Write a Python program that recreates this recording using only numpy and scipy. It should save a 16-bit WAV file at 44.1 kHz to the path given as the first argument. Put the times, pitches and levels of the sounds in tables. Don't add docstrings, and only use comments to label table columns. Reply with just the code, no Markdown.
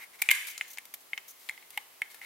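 import sys
import numpy as np
from scipy import signal
from scipy.fft import rfft, irfft, next_fast_len
from scipy.io import wavfile
from scipy.ndimage import map_coordinates

SR = 44100
rng = np.random.default_rng(int(sys.argv[2]) if len(sys.argv) > 2 else 0)


def inscribe(sig):
    pcm = np.round(np.clip(np.atleast_2d(sig).T, -1, 1) * 32767)
    wavfile.write(sys.argv[1], SR, pcm.astype(np.int16))


N = 99225


def amp(db):
    return 10 ** (np.asarray(db) / 20)


def unit_rms(x):
    return x / np.sqrt(np.mean(x ** 2) + 1e-20)


def curve_at(points, hz):
    freqs, values = np.transpose(points)
    return np.interp(np.log(hz + 1), np.log(freqs + 1), values)


def pan(db):
    return amp(np.array([[db], [-db]]) / 2)


def wobble(rate_hz):
    return map_coordinates(rng.standard_normal(N), [np.arange(N) * rate_hz / SR])


def noise(colour_db, coherence, size):
    hz = np.fft.rfftfreq(size, 1 / SR)
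    angle = np.arccos(np.clip(curve_at(coherence, hz), -1, 1)) / 2
    spectrum = rfft(rng.standard_normal((2, size))) * amp(colour_db(hz))
    mid, side = irfft(spectrum * [np.cos(angle), np.sin(angle)], size)
    return unit_rms(np.array([mid + side, mid - side]))


def add(track, start_s, sound):
    part = track[:, max(round(start_s * SR), 0):][:, :sound.shape[1]]
    part += sound[:, :part.shape[1]]


def fade(t, t60_s, attack_s=0.0005, damping=1):
    return np.exp(-np.log(1000) * (t / t60_s) ** damping) * (1 - np.exp(-t / attack_s))


# freq_hz, gain_db
HISS_SPECTRUM = [(25, -20), (100, -15), (200, -8.5), (380, -2.5), (800, -0.5), (1100, 0.5), (1500, -4),
                 (2100, -1.5), (3000, -3.5), (7000, -7), (13000, -4), (16000, -7)]
# freq_hz, coherence
HISS_COHERENCE = [(50, 1), (500, 0.067), (2200, 0.1), (9000, 0.083), (14000, 0.27)]
HISS_DB, WHINE_DB, WHINE_HZ, WHINE_WIDTH_HZ = -56, -73.5, 12800, 60


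def hiss():
    peak_db = lambda hz: -20 * np.log10(1 + ((hz - WHINE_HZ) / WHINE_WIDTH_HZ) ** 2)
    whine = noise(peak_db, HISS_COHERENCE, N)
    broadband = noise(lambda hz: curve_at(HISS_SPECTRUM, hz), HISS_COHERENCE, N)
    return amp(HISS_DB) * broadband * pan(db=0.5) + amp(WHINE_DB) * whine


# freq_hz, t60_s
ROOM_DECAY = [(300, 0.19), (2200, 0.76), (6000, 0.93), (14000, 0.59)]
# freq_hz, gain_db
ROOM_SPECTRUM = [(300, -15), (900, 7), (1300, 7.5), (1750, 6), (2000, 0), (2140, -1), (2300, -2.5),
                 (2550, -0.5), (3100, 4), (4000, 1), (10000, 3), (13000, 1), (15000, -1)]
# freq_hz, coherence
ROOM_COHERENCE = [(300, 0.7), (2200, 0.27), (4500, 0.41), (14000, 0)]
ROOM_DB, WALL_DB, WALL_DELAY_S = -15, 2.5, 0.031


def room(sound):
    white = noise(np.zeros_like, ROOM_COHERENCE, SR * 2 // 3)
    hz, t, frames = signal.stft(white, SR, nperseg=256)
    gain_db = curve_at(ROOM_SPECTRUM, hz)[:, None] - 60 * t / curve_at(ROOM_DECAY, hz)[:, None]
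    wall = amp(WALL_DB) * fade(np.maximum(t - WALL_DELAY_S, 0), t60_s=0.14)
    tail = signal.istft(frames * amp(gain_db) * np.hypot(1, wall), SR, nperseg=256)[1]
    return amp(ROOM_DB) * signal.fftconvolve(sound, tail / np.linalg.norm(tail[0]), axes=1)


# freq_hz, coherence
SCATTER_COHERENCE = [(500, 1), (2200, 0.62), (5000, 0.304), (14000, 0.182)]
SCATTER_DB = -17


def tabletop(sound):
    t = np.arange(SR // 20) / SR
    scatter = noise(np.zeros_like, SCATTER_COHERENCE, len(t)) * fade(t, t60_s=0.06)
    return amp(SCATTER_DB) * signal.fftconvolve(sound, scatter / np.linalg.norm(scatter[0]), axes=1)


# freq_hz, gain_db
SKIN_SPECTRUM = [(200, -25), (800, -8), (2200, -14.5), (3500, 3), (6500, -2), (9000, -0.5), (13000, 0),
                 (16000, -3)]
# freq_hz, gain_db
BODY_SPECTRUM = [(200, -39.5), (550, -32.5), (820, -13), (1080, -12), (1350, -10.5), (1700, -9.5),
                 (2150, 6), (2600, -7.5), (3100, -12.5), (3400, -23), (3750, -11), (4300, -22), (6000, -28),
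                 (15000, -28.5)]
# freq_hz, gain_db
SQUEAK_SPECTRUM = [(200, -49), (3000, -16), (5000, -10.5), (6200, 4.5), (7600, -7), (9000, -11.5),
                   (10500, -2), (13000, 2), (16000, -2)]
# freq_hz, coherence
NEAR_COHERENCE = [(500, 0.37), (2200, 0.43), (4500, 0.43), (9000, 0.76), (14000, 0.7)]
# start_s, length_s, skin_db, body_db, squeak_db
FINGER_SLIDES = [ (-0.01, 0.051, -54.5, -45, -55.5), (0.128, 0.029, -60, -55, -74),
                 (0.185, 0.087, -56.5, -54, -73), (0.467, 0.02, -40.5, -44, -45),
                 (0.496, 0.018, -49, -57.5, -46), (0.677, 0.014, -53, -68, -53),
                 (0.7, 0.015, -53, -77, -45.5), (0.73, 0.0039, -46.5, -78, -45.5),
                 (1.004, .010, -55.5, -86, -59), (1.228, 0.0096, -66, -69, -70),
                 (1.278, 0.034, -57, -80, -47.5), (1.391, 0.098, -58, -68, -80),
                 (1.725, 0.094, -61.5, -59.5, -80), (2.099, 0.0195, -53.5, -63, -76),
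                 (2.126, 0.047, -60, -68, -83), (2.218, .050, -54, -47, -74)]
SLIDE_RISE_S, SLIDE_T60_S, SLIDE_ROUGH_DB = 0.0044, 0.065, 0.5


def fingers():
    t = np.arange(N) / SR
    envelopes = np.zeros((3, N))
    for start_s, length_s, *layer_db in FINGER_SLIDES:
        rise = np.clip((t - start_s) / SLIDE_RISE_S, 0, 1)
        fall = np.exp(-np.log(1000) * np.maximum(t - start_s - length_s, 0) / SLIDE_T60_S)
        envelopes += amp(layer_db)[:, None] * rise * fall
    grip = unit_rms(amp(SLIDE_ROUGH_DB * wobble(rate_hz=700) + 1.5 * wobble(rate_hz=90)))
    friction = np.zeros((2, N))
    for envelope, spectrum in zip(envelopes, (SKIN_SPECTRUM, BODY_SPECTRUM, SQUEAK_SPECTRUM)):
        friction += grip * envelope * noise(lambda hz: curve_at(spectrum, hz), NEAR_COHERENCE, N)
    return friction * pan(db=2) + room(friction)[:, :N]


def mode(t, pitch_hz, t60_s):
    return np.sin(2 * np.pi * pitch_hz * t) * fade(t, t60_s, damping=1.266)


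# pitch_ratio, gain_db, t60_s
BODY_MODES = [(.79, -17, 0.011), (1.11, -21.5, 0.0063), (1.23, -12, 0.01), (1.44, -12.5, 0.012),
              (1.68, -24, 0.019)]
CHATTER_DB = -11.5


def body_ring(t, pitch_hz, t60_s, overtone_db):
    overtones = sum((-1) ** (k + 1) * amp(gain_db) * mode(t, pitch_hz * ratio, mode_t60_s)
                    for k, (ratio, gain_db, mode_t60_s) in enumerate(BODY_MODES))
    chatter = noise(lambda hz: curve_at(BODY_SPECTRUM, hz), NEAR_COHERENCE, len(t))
    chatter *= amp(CHATTER_DB) * fade(t, t60_s=0.028)
    return mode(t, pitch_hz, t60_s) + amp(overtone_db) * (overtones + chatter)


# freq_hz, gain_db
TICK_SPECTRUM = [(200, -54), (600, 4), (1050, -3), (1600, -3), (3800, 3.5), (5200, -0.5), (7300, 2),
                 (8400, -2.5), (9600, 1), (11000, -6.5), (12600, -1.5), (14700, 0.5), (16000, -15.5)]
TICK_BUMP_DB, TICK_WIDTH_OCT = 9, 0.34


def contact_tick(t, centre_hz, t60_s):
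    def colour_db(hz):
        octaves = np.log2((hz + 1) / centre_hz)
        bump = np.exp(-0.5 * (octaves / TICK_WIDTH_OCT) ** 2)
        return curve_at(TICK_SPECTRUM, hz) + TICK_BUMP_DB * bump
    return noise(colour_db, NEAR_COHERENCE, len(t)) * fade(t, t60_s, attack_s=0.0004)


# tick_db, tick_hz, tick_t60_s, room_send_db, pan_db
CONTACTS = [ (0.2183, -27.5, 2320, 0.036, -16, -51, -15, 14000, 0.0098, -16, -6),
            (0.2213, -9.5, 2240, 0.0053, -34, -33, -19.5, 9300, 0.016, 5.5, 7.5),
            (0.2370, -28, 2310, .010, -6, -54, -61, 9000, .012, -10.5, -2),
            (0.2887, -4.5, 2415, 0.0098, -4.5, -36, -24.5, 7000, 0.014, 8, 2),
            (0.2975, -10, 2330, .008, -5.5, -64, -26, 9150, 0.0043, -2, 6),
            (0.3055, -17, 2274, 0.0087, -4, -43, -27, 13400, 0.033, 9.5, -12),
            (0.3093, -31, 2210, 0.0071, 14.5, -53, -23, 13200, .007, 1, -20),
            (0.3128, -8.5, 2122, 0.016, 2.5, -90, -14.5, 10650, 0.021, 9.5, 3.5),
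            (0.5779, -43.5, 2110, 0.01, -6, -60, -30, 6630, 0.022, 8, 0),
            (0.6106, -14, 2098, 0.0092, -1.5, -38.5, -42, 10400, 0.026, -1, 0.5),
            (0.7731, -46, 2127, 0.047, 16, -44.5, -36, 4630, 0.014, -6.5, 3.5),
            (0.7837, -28, 2174, 0.013, 4, -58, -36, 10800, 0.022, -8, .5),
            (0.8537, -48.5, 2110, .014, -9, -72, -41, 13000, 0.024, 0, 0),
            (0.939, -34.5, 2310, 0.0081, -8, -57.5, -31.5, 12700, 0.04, -10, -1.5),
            (1.1323, -21, 2145, 0.014, 1.5, -46, -50, 12400, 0.014, -1.5, 3),
            (1.1766, -27, 2132, 0.026, 8, -43.5, -37, 5600, 0.019, -1, 2),
            (1.4888, -35, 2376, .012, 10, -44.5, -38.5, 4340, 0.029, 6, 5),
            (1.4946, -16.5, 2134, 0.01, -14, -79, -32, 10000, 0.011, -0.5, -1.5),
            (1.5095, -35, 2090, 0.016, -15, -50, -46.5, 9000, 0.017, -4, -1),
            (1.5763, -42, 2063, 0.025, 8, -51.5, -52, 5000, .018, 5, 0),
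            (1.6250, -51, 2240, 0.035, 10.5, -57, -66, 9000, 0.018, -11, -1),
            (1.7049, -55, 2000, 0.021, -10, -58, -37.5, 12500, 0.021, 12.5, 1),
            (1.7747, -38, 2087, 0.0096, 21, -32.5, -25.5, 12100, .012, 0, -0.5),
            (1.7758, -25.5, 2202, .010, 7.5, -29.5, -66, 9600, 0.0054, -11, -1),
            (2.0185, -13.5, 2148, 0.012, -4, -38.5, -31.5, 9600, 0.0092, -1, 2),
            (2.1440, -52, 1760, 0.028, 15, -53, -45, 12100, 0.044, 10, 5),
            (2.2150, -36, 2050, .018, 4, -47.5, -52, 9000, 0.025, 3, 2.5)]
REFLECTION_DELAY_S = 0.0035
LOW_CUT_HZ = 930


def canister_clicks():
    track = np.zeros((2, N))
    t = np.arange(SR // 15) / SR
    for (start_s, ring_db, pitch_hz, ring_t60_s, overtone_db, knock_db,
         tick_db, tick_hz, tick_t60_s, room_send_db, pan_db) in CONTACTS:
        ring = amp(ring_db) * body_ring(t, pitch_hz, ring_t60_s, overtone_db)
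        knock = amp(knock_db) * mode(t, pitch_hz=839, t60_s=0.022)
        tick = amp(tick_db) * contact_tick(t, tick_hz, tick_t60_s)
        click = ring + knock + tick * pan(db=3)
        add(track, start_s, click * pan(pan_db))
        add(track, start_s + REFLECTION_DELAY_S, tabletop(click))
        add(track, start_s + REFLECTION_DELAY_S, amp(room_send_db) * room(click))
    low_cut = signal.butter(2, LOW_CUT_HZ, "highpass", fs=SR, output="sos")
    return signal.sosfilt(low_cut, track)


def scene():
    return canister_clicks() + fingers() + hiss()


BAND_LIMIT_HZ = 15850


def record(dry):
    size = next_fast_len(N + SR // 2)
    passband = np.fft.rfftfreq(size, 1 / SR) < BAND_LIMIT_HZ
    return irfft(rfft(dry, size) * passband, size)[:, :N]


dry = scene()
out = record(dry)
inscribe(out)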